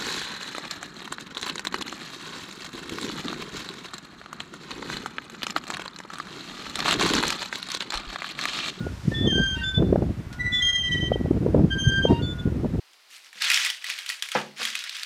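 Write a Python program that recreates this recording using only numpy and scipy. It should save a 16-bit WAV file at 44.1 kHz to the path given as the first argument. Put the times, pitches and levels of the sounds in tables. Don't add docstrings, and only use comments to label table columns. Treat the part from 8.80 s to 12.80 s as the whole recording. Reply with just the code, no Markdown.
import sys
import numpy as np
from scipy import signal
from scipy.io import wavfile

SR = 44100
rng = np.random.default_rng(int(sys.argv[2]) if len(sys.argv) > 2 else 0)


def store_pcm(level_fs):
    pcm = np.round(np.clip(level_fs, -1, 1) * 32767).astype(np.int16)
    wavfile.write(sys.argv[1], SR, np.atleast_2d(pcm).T)


N = 176400
T = np.arange(N) / SR
FLUTTER_HZ, JITTER_HZ = 22.7, 227
SQUEAL_FADE_S = .012
SCRAPE_BAND_HZ = (900, 5650)


def from_db(db):
    return 10 ** (np.asarray(db) / 20)


def rms_one(x):
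    return x / np.sqrt(np.mean(x ** 2) + 1e-20)


def band_noise(low_hz, high_hz, order=2):
    sos = signal.butter(order, [low_hz, min(high_hz, SR / 2 - 1)], "band", fs=SR, output="sos")
    return rms_one(signal.sosfilt(sos, rng.standard_normal(N)))


def drift(rate_hz):
    pole = np.exp(-2 * np.pi * rate_hz / SR)
    return rms_one(signal.lfilter([1], [1, -2 * pole, pole * pole], rng.standard_normal(N + SR))[SR:])


def gate(start_s, end_s, fade_s):
    return np.sin(np.pi / 2 * np.clip(np.minimum(T - start_s, end_s - T) / fade_s, 0, 1)) ** 2


def noise_bands(spectrum):
    hz, db = np.transpose(spectrum)
    edges = np.geomspace(hz[0], hz[-1], int(2 * np.log2(hz[-1] / hz[0])) + 2)
    centres = np.sqrt(edges[1:] * edges[:-1])
    gains = from_db(np.interp(np.log(centres), np.log(hz), db)) * np.sqrt(np.diff(edges))
    gains = gains / np.linalg.norm(gains)
    return [(centre, gain * band_noise(low, high))
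            for centre, gain, low, high in zip(centres, gains, edges, edges[1:])]


def distant_hush():
    # frequency_hz, relative_density_db
    spectrum = [(200, -3.5), (1500, -5), (5000, -22.5), (15000, -31)]
    return from_db(-50) * sum(noise for _, noise in noise_bands(spectrum))


def playground_echo(near):
    echo_db, t60_s = -19, .56
    tail = rng.standard_normal(SR) * from_db(-60 * T[:SR] / t60_s)
    return near + from_db(echo_db) * signal.fftconvolve(near, tail / np.linalg.norm(tail))[:N]


def wind():
    # time_s, strength_db
    gusts = [(.08, -30), (.2, -47), (.29, -27.5), (.62, -23.5), (.72, -36.5), (0.929, -40), (.99, -20),
             (1.18, -23.5), (1.3, -29), (1.54, -45), (1.599, -32), (1.95, -46), (2.2, -26.5), (2.56, -26.5),
             (2.799, -18.5), (2.901, -29.5), (3.18, -31.5), (3.32, -18.5), (3.42, -24.5), (3.63, -35),
             (3.66, -23.5), (4.0, -25.5)]
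    # frequency_hz, relative_density_db
    spectrum = [(25, -34.5), (60, -2.5), (150, 1), (300, -2.5), (600, -18.5), (1400, -54.5)]
    typical_db, trim_db, eddy_limit_db = -17, -1, 9
    brightening, pivot_hz = .38, 171
    eddies_db = eddy_limit_db * np.tanh(drift(rate_hz=36.6) / 2)
    surge_db = np.interp(T, *np.transpose(gusts)) - typical_db + eddies_db
    rumble = sum(noise * from_db(surge_db * (1 + brightening * np.log2(hz / pivot_hz)))
                 for hz, noise in noise_bands(spectrum))
    return from_db(typical_db + trim_db) * rumble


def buffets():
    # time_s, push_peak_db, centre_hz
    hits = [(0.068, -19, 335), (0.282, -9.5, 156), (.319, -20, 325), (0.413, -16.5, 222), (.476, -14, 312),
            (.582, -13.5, 383), (0.979, -11.5, 127), (1.024, -9.5, 383), (1.128, -6, 323),
            (1.159, -8.5, 546), (1.223, -12.5, 370), (2.319, -10.5, 490), (2.359, -18.5, 416),
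            (2.459, -16.5, 378), (2.511, -8, 285), (2.611, -13, 149), (2.664, -11.5, 404), (2.747, -4, 356),
            (2.814, -12.5, 170), (2.845, -8, 172), (3.075, -8.5, 112), (3.253, -9.5, 454.6),
            (3.321, -9, 260), (3.658, -13.5, 192), (3.847, -15, 372)]
    half_length_cycles, swirl_share = .84, .33
    out = 0
    for time_s, peak_db, hz in hits:
        cycles = (T - time_s) * hz
        age = cycles / half_length_cycles
        push = np.sin(2 * np.pi * cycles) / np.cosh(np.clip(2 * age, -40, 40))
        wake = np.maximum(age + .5, 0)
        swirl = band_noise(hz / 2, hz * 1.71, order=3) * wake * np.exp(1 - wake)
        out = out + from_db(peak_db) * (push / push.max() + swirl_share * swirl)
    return out


def rustle_and_tick():
    # time_s, level_db
    rustle_levels = [(.22, -51.5), (.31, -47), (.38, -52.5), (1.0, -59)]
    tick_s, tick_db, decay_s = 1.528, -42, .011
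    rustle = from_db(np.interp(T, *np.transpose(rustle_levels)))
    tick = from_db(tick_db) * (T > tick_s) * np.exp(-abs(T - tick_s) / decay_s)
    return (rustle + tick) * band_noise(*SCRAPE_BAND_HZ)


def slip_phase(pitch_hz, wander=.001564, jitter=.0018):
    unsteady_hz = pitch_hz * (1 + wander * drift(FLUTTER_HZ) + jitter * drift(JITTER_HZ))
    return 2 * np.pi * np.cumsum(unsteady_hz) / SR


def frame():
    # start_s, length_s, level_db
    notes = [(-.03, 0.13, -44), (1.5, 0.44, -49.5), (3.386, 0.316, -47)]
    level = sum(from_db(db) * gate(start, start + length, fade_s=.0099) for start, length, db in notes)
    return np.sqrt(2) * level * np.sin(slip_phase(pitch_hz=1442))


def groans():
    # start_s, length_s, start_pitch_hz, fundamental_db, overtones_db
    slow_slips = [(0.73, 0.14, 919, -39, -38), (3.258, 0.18, 919, -22, -42.5)]
    harmonics = [-8.5, 0, -11, -16.5]
    rise_hz_per_s, decay_db_per_s, flicker_db, rasp_db = 120, 108, 7, -45.5
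    out = 0
    for start, length, hz, fundamental_db, overtones_db in slow_slips:
        phase = slip_phase(hz + rise_hz_per_s * (T - start), jitter=.01055)
        fundamental = from_db(fundamental_db) * np.sin(phase)
        overtones = 0
        for number, offset_db in enumerate(harmonics, 2):
            flicker = flicker_db * np.tanh(drift(2 * FLUTTER_HZ))
            overtones = overtones + from_db(overtones_db + offset_db + flicker) * np.sin(number * phase)
        rasp = from_db(rasp_db) * band_noise(*SCRAPE_BAND_HZ)
        decay = from_db(-decay_db_per_s * np.maximum(T - start, 0))
        swell = gate(start, start + length, fade_s=.055)
        out = out + swell * (decay * (fundamental + rasp) + overtones)
    return out


def stick_slip(bursts, harmonics_db):
    level, pitch_sum, brightness_sum = 1e-12, 0, 0
    for start, length, hz, db, overtones_db in bursts:
        burst = from_db(db) * gate(start - SQUEAL_FADE_S, start + length + SQUEAL_FADE_S,
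                                   fade_s=2 * SQUEAL_FADE_S)
        level = level + burst
        pitch_sum = pitch_sum + burst * hz
        brightness_sum = brightness_sum + burst * from_db(overtones_db)
    grip = from_db(1.19 * band_noise(FLUTTER_HZ / 2, FLUTTER_HZ * 2))
    phase = slip_phase(pitch_sum / level)
    brightness = grip * brightness_sum / level
    amplitude = np.sqrt(2) * level * grip
    overtones = sum(from_db(db) * np.sin(number * phase) for number, db in enumerate(harmonics_db, 2))
    return amplitude * (np.sin(phase) + brightness * overtones), amplitude * np.exp(1j * phase)


def low_hanger():
    # start_s, length_s, first_hz, last_hz, first_db, last_db
    squeals = [ (.32, .12, 1787, 1815, -33.5, -42.5), (0.443, 0.073, 1856, 1775, -47, -33.5),
               (0.513, 0.052, 1538, 1566, -48, -28.5), (0.573, 0.1, 1564, 1572, -27.5, -26.5),
               (.685, 0.086, 1560, 1530, -39, -33), (0.817, 0.18, 1544, 1535, -29.5, -43.5),
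               (1.597, 0.4, 1973, 1979, -28, -31.5), (2.029, 0.1395, 1975, 1932, -33.5, -25.5),
               (2.176, 0.33, 1947, 1933, -32, -57), (2.909, 0.098, 1580, 1582, -29, -35.5),
               (3.041, 0.17, 1577, 1576, -32.5, -22.5), (3.216, 0.11, 1583, 1529, -28.5, -60)]
    harmonics = [-21.5, -30, -37.5, -43.5]
    shudder_start_s, shudder_end_s, shudder_hz, shudder_db, chatter_db = 1.603, 2.0, 13.9, 4, 1.1
    chatter = chatter_db * band_noise(FLUTTER_HZ, JITTER_HZ / 2)
    shudder = shudder_db * np.cos(2 * np.pi * shudder_hz * (T - shudder_start_s))
    shake_db = gate(shudder_start_s, shudder_end_s, SQUEAL_FADE_S) * (shudder + chatter)
    bursts = []
    for start, length, first_hz, last_hz, first_db, last_db in squeals:
        pitch_hz = np.interp(T, [start, start + length], [first_hz, last_hz])
        level_db = np.interp(T, [start, start + length], [first_db, last_db]) + shake_db
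        bursts.append((start, length, pitch_hz, level_db, 0))
    return stick_slip(bursts, harmonics)


def high_hanger():
    # start_s, length_s, pitch_hz, level_db, relative_overtones_db
    squeals = [ (0.344, .13, 3460, -33, -35), (0.473, .11, 3167, -25, -20),
               (0.583, 0.17, 3179, -28.5, -17.5), (0.838, 0.081, 3522, -29, -23.5),
               (.948, .045, 3497, -25.5, -33), (1.727, 0.079, 3462, -24.5, -26.5),
               (1.823, 0.09, 3206, -21.5, -15.5), (1.928, 0.048, 3200, -23, -16),
               (1.982, 0.045, 3170, -25, -17), (2.037, 0.052, 3150, -26, -22),
               (2.12, 0.024, 3114, -23.5, -19), (2.163, 0.023, 3085, -29.5, -21.5),
               (2.208, 0.073, 3106, -30.5, -21), (2.327, 0.025, 3128, -31, -29),
               (2.909, 0.038, 3156, -29.5, -26.5), (2.981, 0.12, 3156, -30.5, -10),
               (3.098, .1, 3168, -30, -19), (3.225, 0.058, 3172, -27, -22.5),
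               (3.425, 0.11, 3504, -36.5, -23), (3.59, 0.021, 3485, -37.5, -26)]
    harmonics = [-0.5, -21, -31.5]
    mode_split_hz = 3350
    lower, lower_vector = stick_slip([row for row in squeals if row[2] < mode_split_hz], harmonics)
    upper, upper_vector = stick_slip([row for row in squeals if row[2] >= mode_split_hz], harmonics)
    chirp = from_db(-46) * gate(3.415, 3.47, SQUEAL_FADE_S) * np.sin(slip_phase(pitch_hz=4447))
    return lower + upper + chirp, lower_vector + upper_vector


def hangers():
    coupling = [-21.5, -33.5, -28]
    low_squeal, low = low_hanger()
    high_squeal, high = high_hanger()
    joint_level = np.hypot(abs(low), abs(high)) + 1e-9
    products = [low * high / joint_level,
                low * high ** 2 / joint_level ** 2,
                low ** 2 * high / joint_level ** 2]
    sum_tones = sum(from_db(db) * tone.imag for db, tone in zip(coupling, products))
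    return low_squeal + high_squeal + sum_tones


def scene():
    swing = playground_echo(hangers() + groans() + frame() + rustle_and_tick())
    return (swing + distant_hush() + wind() + buffets())[None]


def record(dry):
    cutoff_hz = 15250
    low_pass = signal.ellip(10, .1, 80, cutoff_hz, fs=SR, output="sos")
    return signal.sosfilt(low_pass, dry * gate(0, T[-1], fade_s=.004))


dry = scene()
out = record(dry)
store_pcm(out)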